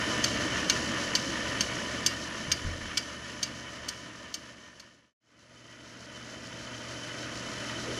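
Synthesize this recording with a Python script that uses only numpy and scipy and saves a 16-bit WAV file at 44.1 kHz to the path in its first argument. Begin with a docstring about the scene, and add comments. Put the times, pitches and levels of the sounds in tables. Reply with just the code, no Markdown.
"""Drilling brass on a belt-driven lathe

Modulated noise rings filters shaped like the castings, bearings and a loose pulley; drifting sines hum and whine.
A small drill leaves the brass, the belt joint ticks once a lap and the tailstock thumps the bed as decaying modes.
The sound fades to silence, then fades in on a second set-up without ticks, where a larger drill begins to rub."""
import sys
import numpy as np
from scipy import signal
from scipy.fft import rfft, irfft, next_fast_len
from scipy.io import wavfile
from scipy.ndimage import map_coordinates

SR = 44100
rng = np.random.default_rng(int(sys.argv[2]) if len(sys.argv) > 2 else 0)


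def put_to_file(sound):
    """Save the sound as 16-bit audio at rate SR, in the file named by the first command-line argument."""
    columns = np.atleast_2d(sound).T  # one column per channel
    safe = np.clip(columns, -1, 1)
    whole_steps = np.round(safe * 32767)
    wavfile.write(sys.argv[1], SR, whole_steps.astype(np.int16))


N = 352359

# All layer levels below are those ahead of the fader in record().
CHANGE_S = 5.16  # the second set-up starts here, in silence
SPINDLE_HZ, SHAFT_HZ = 6.65, 13.71  # turns per second
VEE_BELT_HZ, FLAT_BELT_HZ = 5.14, 2.195  # laps per second
TOP_HZ = 15780  # band limit

# reference levels (first set-up dB, second set-up dB), which each source trims
RUMBLE_DB, GEAR_DB, HISS_DB = (-35.5, -36), (-35, -36.5), (-38.4, -38.5)
# the machine eases off once, as the small drill leaves the cut
EASE_START_S, EASE_FALL_S, EASE_HOLD_S, EASE_RECOVER_S = 1.81, 0.86, 0.54, 0.66
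EASE_RUMBLE_DB, EASE_GEAR_DB, EASE_HISS_DB = 2.5, 2, 2
# slow swell of gears and pulley (peak dB), and scale of the chance drift of the rumble
SWELL_HZ, SWELL_CREST_S, SWELL_DB, DRIFT_DB = 2.11, 0.072, 0.54, 0.6
# straight fades: silent from, silent until, then gain per second
FADE_OUT_END_S, FADE_IN_START_S, FADE_IN_PER_S = 5.135, 5.203, 0.196
# first edge of the belt lacing to the second, then on to the rebound
EDGE_GAP_S, REBOUND_S = 0.0035, 0.0046
# the large drill meets the brass: time of full contact, level there, and rise on the way
BITE_S, BITE_DB, BITE_RISE_DB_PER_S = 7.87, -36.5, 135


def amp(db):
    """Level to amplitude: 20 dB is a factor of ten in pressure."""
    return 10 ** (np.asarray(db) / 20)


def unit(x):
    """Normalise by mean power, so that the rms is 1."""
    return x / np.sqrt(np.mean(x ** 2) + 1e-20)


def clock():
    """Sampling: the time of each sample, in s."""
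    return np.arange(N) / SR


def set_up(first, second):
    """Piecewise control: one value for the first set-up, another for the second."""
    return np.where(clock() < CHANGE_S, first, second)


def wobble(rate):
    """Band-limited fluctuation: a smooth curve through random knots, rate of them per second."""
    knots = rng.standard_normal(int(N * rate / SR) + 4)
    return map_coordinates(knots, [clock() * rate])


def turning(hz, crest_s=0):
    """Periodic modulation: a cosine swing of hz cycles per second with a crest at crest_s."""
    return np.cos(2 * np.pi * hz * (clock() - crest_s))


def body(spectrum, resonances=(), size=8192):
    """Minimum phase: the causal impulse response of a broad spectrum with resonances or dips."""
    hz = np.fft.rfftfreq(size, 1 / SR)
    f, level = np.transpose(spectrum)
    db = np.interp(np.log(hz + 1), np.log(f), level)
    for centre, width, height in resonances:
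        db = db + height / (1 + (2 * (hz - centre) / width) ** 2)
    # folding the cepstrum onto positive times makes the response causal
    cepstrum = irfft(np.log(amp(db)))
    cepstrum[1:size // 2] *= 2
    cepstrum[size // 2 + 1:] = 0
    return irfft(np.exp(rfft(cepstrum)))


def rub(response, force_db):
    """Random excitation: noise of changing force stands for countless contacts ringing a body; rms 1."""
    force = rng.standard_normal(N) * amp(force_db)
    return unit(signal.fftconvolve(force, response)[:N])


def add(track, s, sound):
    """Superposition: mix a sound into the track at time s."""
    start = round(s * SR)
    track[start:start + len(sound)] += sound[:N - start]


def tone(hz, stray_hz, stray_rate, flutter_db):
    """Frequency and amplitude modulation: a sine of rms 1 that strays in pitch and level."""
    pitch_hz = hz + stray_hz * wobble(stray_rate)
    phase = 2 * np.pi * (np.cumsum(pitch_hz) / SR + rng.random())
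    return unit(np.sin(phase) * amp(flutter_db * wobble(6.7)))


def motor():
    """Tonal radiation: the motor and drive hum on narrow lines, with a thin whine on top."""
    # motor and drive tones: f/Hz, first set-up level/dB, second set-up level/dB
    hum_lines = [(73.3, -49, -52.5), (120, -46.5, -42), (183, -52, -57), (221, -49, -49),
                 (244, -49.5, -48.5), (295, -51, -53), (498, -55, -53.5), (571, -53, -53), (610, -60, -50),
                 (658, -60, -50.5)]
    # thin whine: f/Hz, level/dB
    whine_lines = [(10121, -74), (10343, -63), (10392, -67), (10494, -61), (10939, -77)]
    hum = sum(amp(set_up(db1, db2)) * tone(hz, stray_hz=0.01 * hz, stray_rate=14, flutter_db=1.5)
              for hz, db1, db2 in hum_lines)
    whine = sum(amp(db) * tone(hz, stray_hz=4, stray_rate=56, flutter_db=2.0)
                for hz, db in whine_lines)
    return hum + whine


def headstock(rumble_db, gear_db):
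    """Forced vibration: gear teeth rattle the castings in step with the shaft and the motor belt's laps."""
    # spectra of the low rumble and of the gear noise: f/Hz, relative density level/dB per Hz
    rumble_spectrum = [(12, -24), (30, -17.5), (60, -8.5), (95, -6), (150, -3), (240, -1.5), (320, 1),
                       (400, -7.5), (530, -5.5), (600, -2), (700, -7.5), (800, -19), (1100, -51.5),
                       (2000, -100)]
    gear_spectrum = [(300, -76), (800, -10), (930, -1.5), (1250, -1.5), (1600, -2), (2000, -1.5),
                     (2450, -4.5), (3200, -3.5), (3700, -11.5), (6000, -63.5)]
    # casting resonances and dips in each set-up: f/Hz, width/Hz, height/dB
    first_castings = [(1003, 22, 8), (1083, 12, -14.5), (1223, 120, 4.5), (1474, 79, 5), (1752, 68, 8),
                      (1841, 94, 8), (2254, 26, 8.5), (2790, 13, 10), (2984, 70, 6)]
    second_castings = [(1040, 80, 1.5), (1090, 24, -18), (1264, 60, 4), (1477, 110, 5), (1780, 50, 3),
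                       (1950, 67, 5), (3150, 200, -8)]
    belt_db = 1.1 * turning(VEE_BELT_HZ, crest_s=set_up(0.182, 5.541))
    teeth_db = 0.6 * turning(3 * SHAFT_HZ, crest_s=0.018) + 0.6 * turning(6 * SHAFT_HZ)
    force_db = belt_db + teeth_db + 1.3 * wobble(170) + 0.5 * wobble(30)
    first_gears = amp(1.02) * rub(body(gear_spectrum, first_castings), force_db)
    second_gears = amp(0.85) * rub(body(gear_spectrum, second_castings), 0.66 * force_db)
    gears = set_up(first_gears, second_gears)
    rumble = rub(body(rumble_spectrum), 0.66 * wobble(40))
    return amp(gear_db) * gears + amp(rumble_db - 0.96) * rumble


def pulley(gear_db, chirr_db=-12, rasp_db=-9):
    """Amplitude modulation: a loose pulley chirrs in step with its shaft, a wavering squeak over a rasp."""
    # pulley resonances: f/Hz, width/Hz, height/dB
    pulley_resonances = [(3019, 130, 20), (3097, 50, 13)]
    rattle_db = 2.2 * turning(3 * SHAFT_HZ, crest_s=0.018) + 2.4 * turning(6 * SHAFT_HZ)
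    knock_db = 2.5 * (turning(SHAFT_HZ, crest_s=5.502) + turning(2 * SHAFT_HZ, crest_s=5.502))
    swing_db = set_up(rattle_db + 0.5 * knock_db, 0.5 * rattle_db + knock_db)
    force_db = swing_db + 0.81 * wobble(25)
    wavering = tone(set_up(3010, 3065), stray_hz=59.8, stray_rate=190, flutter_db=1.0)
    squeak = unit(amp(force_db) * wavering)
    rasp = rub(body([(1200, -49), (3000, 2), (7000, -55.5)], pulley_resonances), force_db)
    # louder as the gears work harder; the squeak is trimmed for each set-up
    squeak_db = chirr_db + set_up(-2.3, 4.1)
    return amp(gear_db) * (amp(squeak_db) * squeak + amp(rasp_db) * rasp)


def spindle(hiss_db):
    """Rolling noise: bearings hiss, swelling each turn and, at first, as the belt joint passes either pulley."""
    # hiss spectrum: f/Hz, relative density level/dB per Hz
    hiss_spectrum = [(1500, -44.5), (3000, -13), (3800, -1), (4400, 1), (5500, 2.5), (6400, 1.5),
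                     (7100, -5), (8000, -11.5), (8700, -14.5), (9800, -19), (11400, -22), (12600, -29.5),
                     (15700, -35.5)]
    # bearing resonances and dips: f/Hz, width/Hz, height/dB
    bearing_resonances = [(4090, 70, 3), (5485, 110, 2), (5880, 100, -4), (6050, 90, 4), (7000, 50, 6),
                          (7590, 50, 6), (7740, 50, 4), (10400, 350, 6)]
    turn = turning(SPINDLE_HZ, crest_s=set_up(0.131, 5.562))
    pull = turning(2 * FLAT_BELT_HZ, crest_s=0.11)  # two pulleys in each lap
    lap = turning(FLAT_BELT_HZ, crest_s=0.27)
    swing_db = set_up(1.2 * turn + 0.5 * pull + 0.45 * lap, 1.4 * turn)
    force_db = swing_db + 0.5 * wobble(22) + 1.4 * wobble(250)
    return amp(hiss_db - 0.46) * rub(body(hiss_spectrum, bearing_resonances), force_db)


def belt_joint(scrape_t60=0.026, room_t60=0.4, room_db=-24):
    """Impact excitation: steel lacing slaps the pulley with one edge, the other, then a weak rebound."""
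    # joint on the pulley, once a lap: t/s, relative level/dB, second edge re first/dB, brightness/dB
    laps = [(0.2405, -22, 2.5, -2.5), (0.6979, -17.5, -4.5, -5.5), (1.152, -19.5, -3, -3.5),
            (1.6075, -19.5, -6.5, -3), (2.0624, -15.5, -6, 1), (2.5164, -15.5, 1, -3),
            (2.9725, -15.5, 2, -4), (3.4292, -16.5, -1, -1), (3.8845, -18.5, 6, 2), (4.3409, -16, -2, -0.5),
            (4.7973, -22, 1, -4)]
    # scrape spectrum: f/Hz, relative density level/dB per Hz
    click_spectrum = [(200, -16), (800, -26), (1500, -2.5), (2500, -8), (3400, 1.5), (3850, -5.5),
                      (4400, 4.5), (6400, 1), (7600, -10), (9000, -7), (10200, -19), (13200, -17),
                      (15700, -39)]
    # modes that the joint rings: f/Hz, mean relative level/dB, t60/s
    steel_modes = [(2290, -13, 0.12), (2794, -15.5, 0.15), (3055, 2, 0.025), (3410, -6.5, 0.019),
                   (4330, 0.5, 0.028), (4520, -5, 0.043), (4670, 1.5, 0.028), (4770, -7.5, 0.12),
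                   (5526, 0, 0.053), (5620, -8, .03), (6298, 4, 0.042), (6430, -3.5, 0.046),
                   (6700, -13, .05), (7380, -8, 0.063), (8900, -13.5, 0.053), (9730, -20.5, .045),
                   (10440, -22.5, 0.045), (12400, -16.5, 0.046), (13350, -22, .035)]
    track, t = np.zeros(N), np.arange(SR // 4) / SR
    click = body(click_spectrum)
    scrape_db = -1.5  # relative to the ring
    attack = 1 - np.exp(-t / 0.0002)
    # one contact's scrape, with the faint short tail of the workshop
    force = amp(-60 * t / scrape_t60) + amp(room_db - 60 * t / room_t60)
    for s, db, second_db, bright_db in laps:
        # brightness tilts the sound toward the treble, as a harder blow does
        hardness = body([(3000, -bright_db), (6000, 0), (12000, bright_db)], size=512)
        contacts = [(0, 0), (EDGE_GAP_S, second_db), (EDGE_GAP_S + REBOUND_S, -14)]
        # the contacts share one energy
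        total = np.sqrt(sum(amp(level) ** 2 for delay, level in contacts))
        for delay, level in contacts:
            ring = sum(amp(mode_db + rng.normal(0, 1.0) - 60 * t / t60)
                       * np.sin(2 * np.pi * (hz * t + rng.random()))
                       for hz, mode_db, t60 in steel_modes)
            scrape = signal.fftconvolve(force * rng.standard_normal(len(t)), click)[:len(t)]
            blow = attack * (unit(ring) + amp(scrape_db) * unit(scrape))
            slap = signal.fftconvolve(blow, hardness)[:len(t)]
            # every tick sits 13 dB under its relative level
            add(track, s + delay, amp(db + level - 13.0) / total * unit(slap))
    return track


def lull():
    """Load envelope: 0 to 1 and back as the machine eases off, stays quieter, then recovers."""
    corners = EASE_START_S + np.cumsum([0, EASE_FALL_S, EASE_HOLD_S, EASE_RECOVER_S])
    return np.interp(clock(), corners, [0, 1, 1, 0])


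def tailstock():
    """Modal decay: dull knocks shake the low modes of the bed, their balance tilted by hardness."""
    # thumps: t/s, relative level/dB, hardness tilt/dB per octave about 86 Hz
    knocks = [(2.47, -32, 4), (2.649, -22, -5), (2.823, -36.5, -8)]
    # modes of the bed and stand: f/Hz, relative level/dB, t60/s
    bed_modes = [(38, -6.5, 0.31), (85, 0.5, 0.48), (111, -8, .25), (152.3, -2.5, 0.32), (207, -10.5, 0.35)]
    track, t = np.zeros(N), np.arange(SR // 2) / SR
    attack = 1 - np.exp(-t / 0.0028)
    for s, db, tilt_db in knocks:
        ring = sum(amp(level + tilt_db * np.log2(hz / 86) - 60 * t / t60) * np.sin(2 * np.pi * hz * t)
                   for hz, level, t60 in bed_modes)
        add(track, s, -amp(db) * ring * attack)
    return track


def drill():
    """Friction noise: the two lips of the large drill start to rub the brass, twice per turn."""
    # groan spectrum: f/Hz, relative density level/dB per Hz
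    groan_spectrum = [(20, -25.5), (55, -8), (200, -12), (400, 3.5), (480, 1.5), (800, -15), (3000, -56.5)]
    contact_db = BITE_DB - BITE_RISE_DB_PER_S * np.maximum(BITE_S - clock(), 0)
    return amp(contact_db) * rub(body(groan_spectrum), 1.4 * turning(2 * SPINDLE_HZ))


def scene():
    """Superposition of all parts of the lathe; one lull lowers rumble, gears, pulley and hiss together."""
    ease = lull()
    rumble_db = set_up(*RUMBLE_DB) - EASE_RUMBLE_DB * ease + DRIFT_DB * wobble(3.92)
    gear_db = set_up(*GEAR_DB) - EASE_GEAR_DB * ease + SWELL_DB * turning(SWELL_HZ, SWELL_CREST_S)
    hiss_db = set_up(*HISS_DB) - EASE_HISS_DB * ease
    running = motor() + headstock(rumble_db, gear_db) + pulley(gear_db) + spindle(hiss_db)
    return (running + belt_joint() + tailstock() + drill())[None]


def record(dry):
    """Linear gain and band limiting: the fader closes and opens at even paces, and the top is cut off."""
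    closing = 1 - clock() / FADE_OUT_END_S
    opening = FADE_IN_PER_S * (clock() - FADE_IN_START_S)
    faded = dry * np.maximum(set_up(closing, opening), 0)
    size = next_fast_len(N + SR // 2)
    passed = np.fft.rfftfreq(size, 1 / SR) < TOP_HZ
    return irfft(rfft(faded, size) * passed, size)[:, :N]


dry = scene()
out = record(dry)
put_to_file(out)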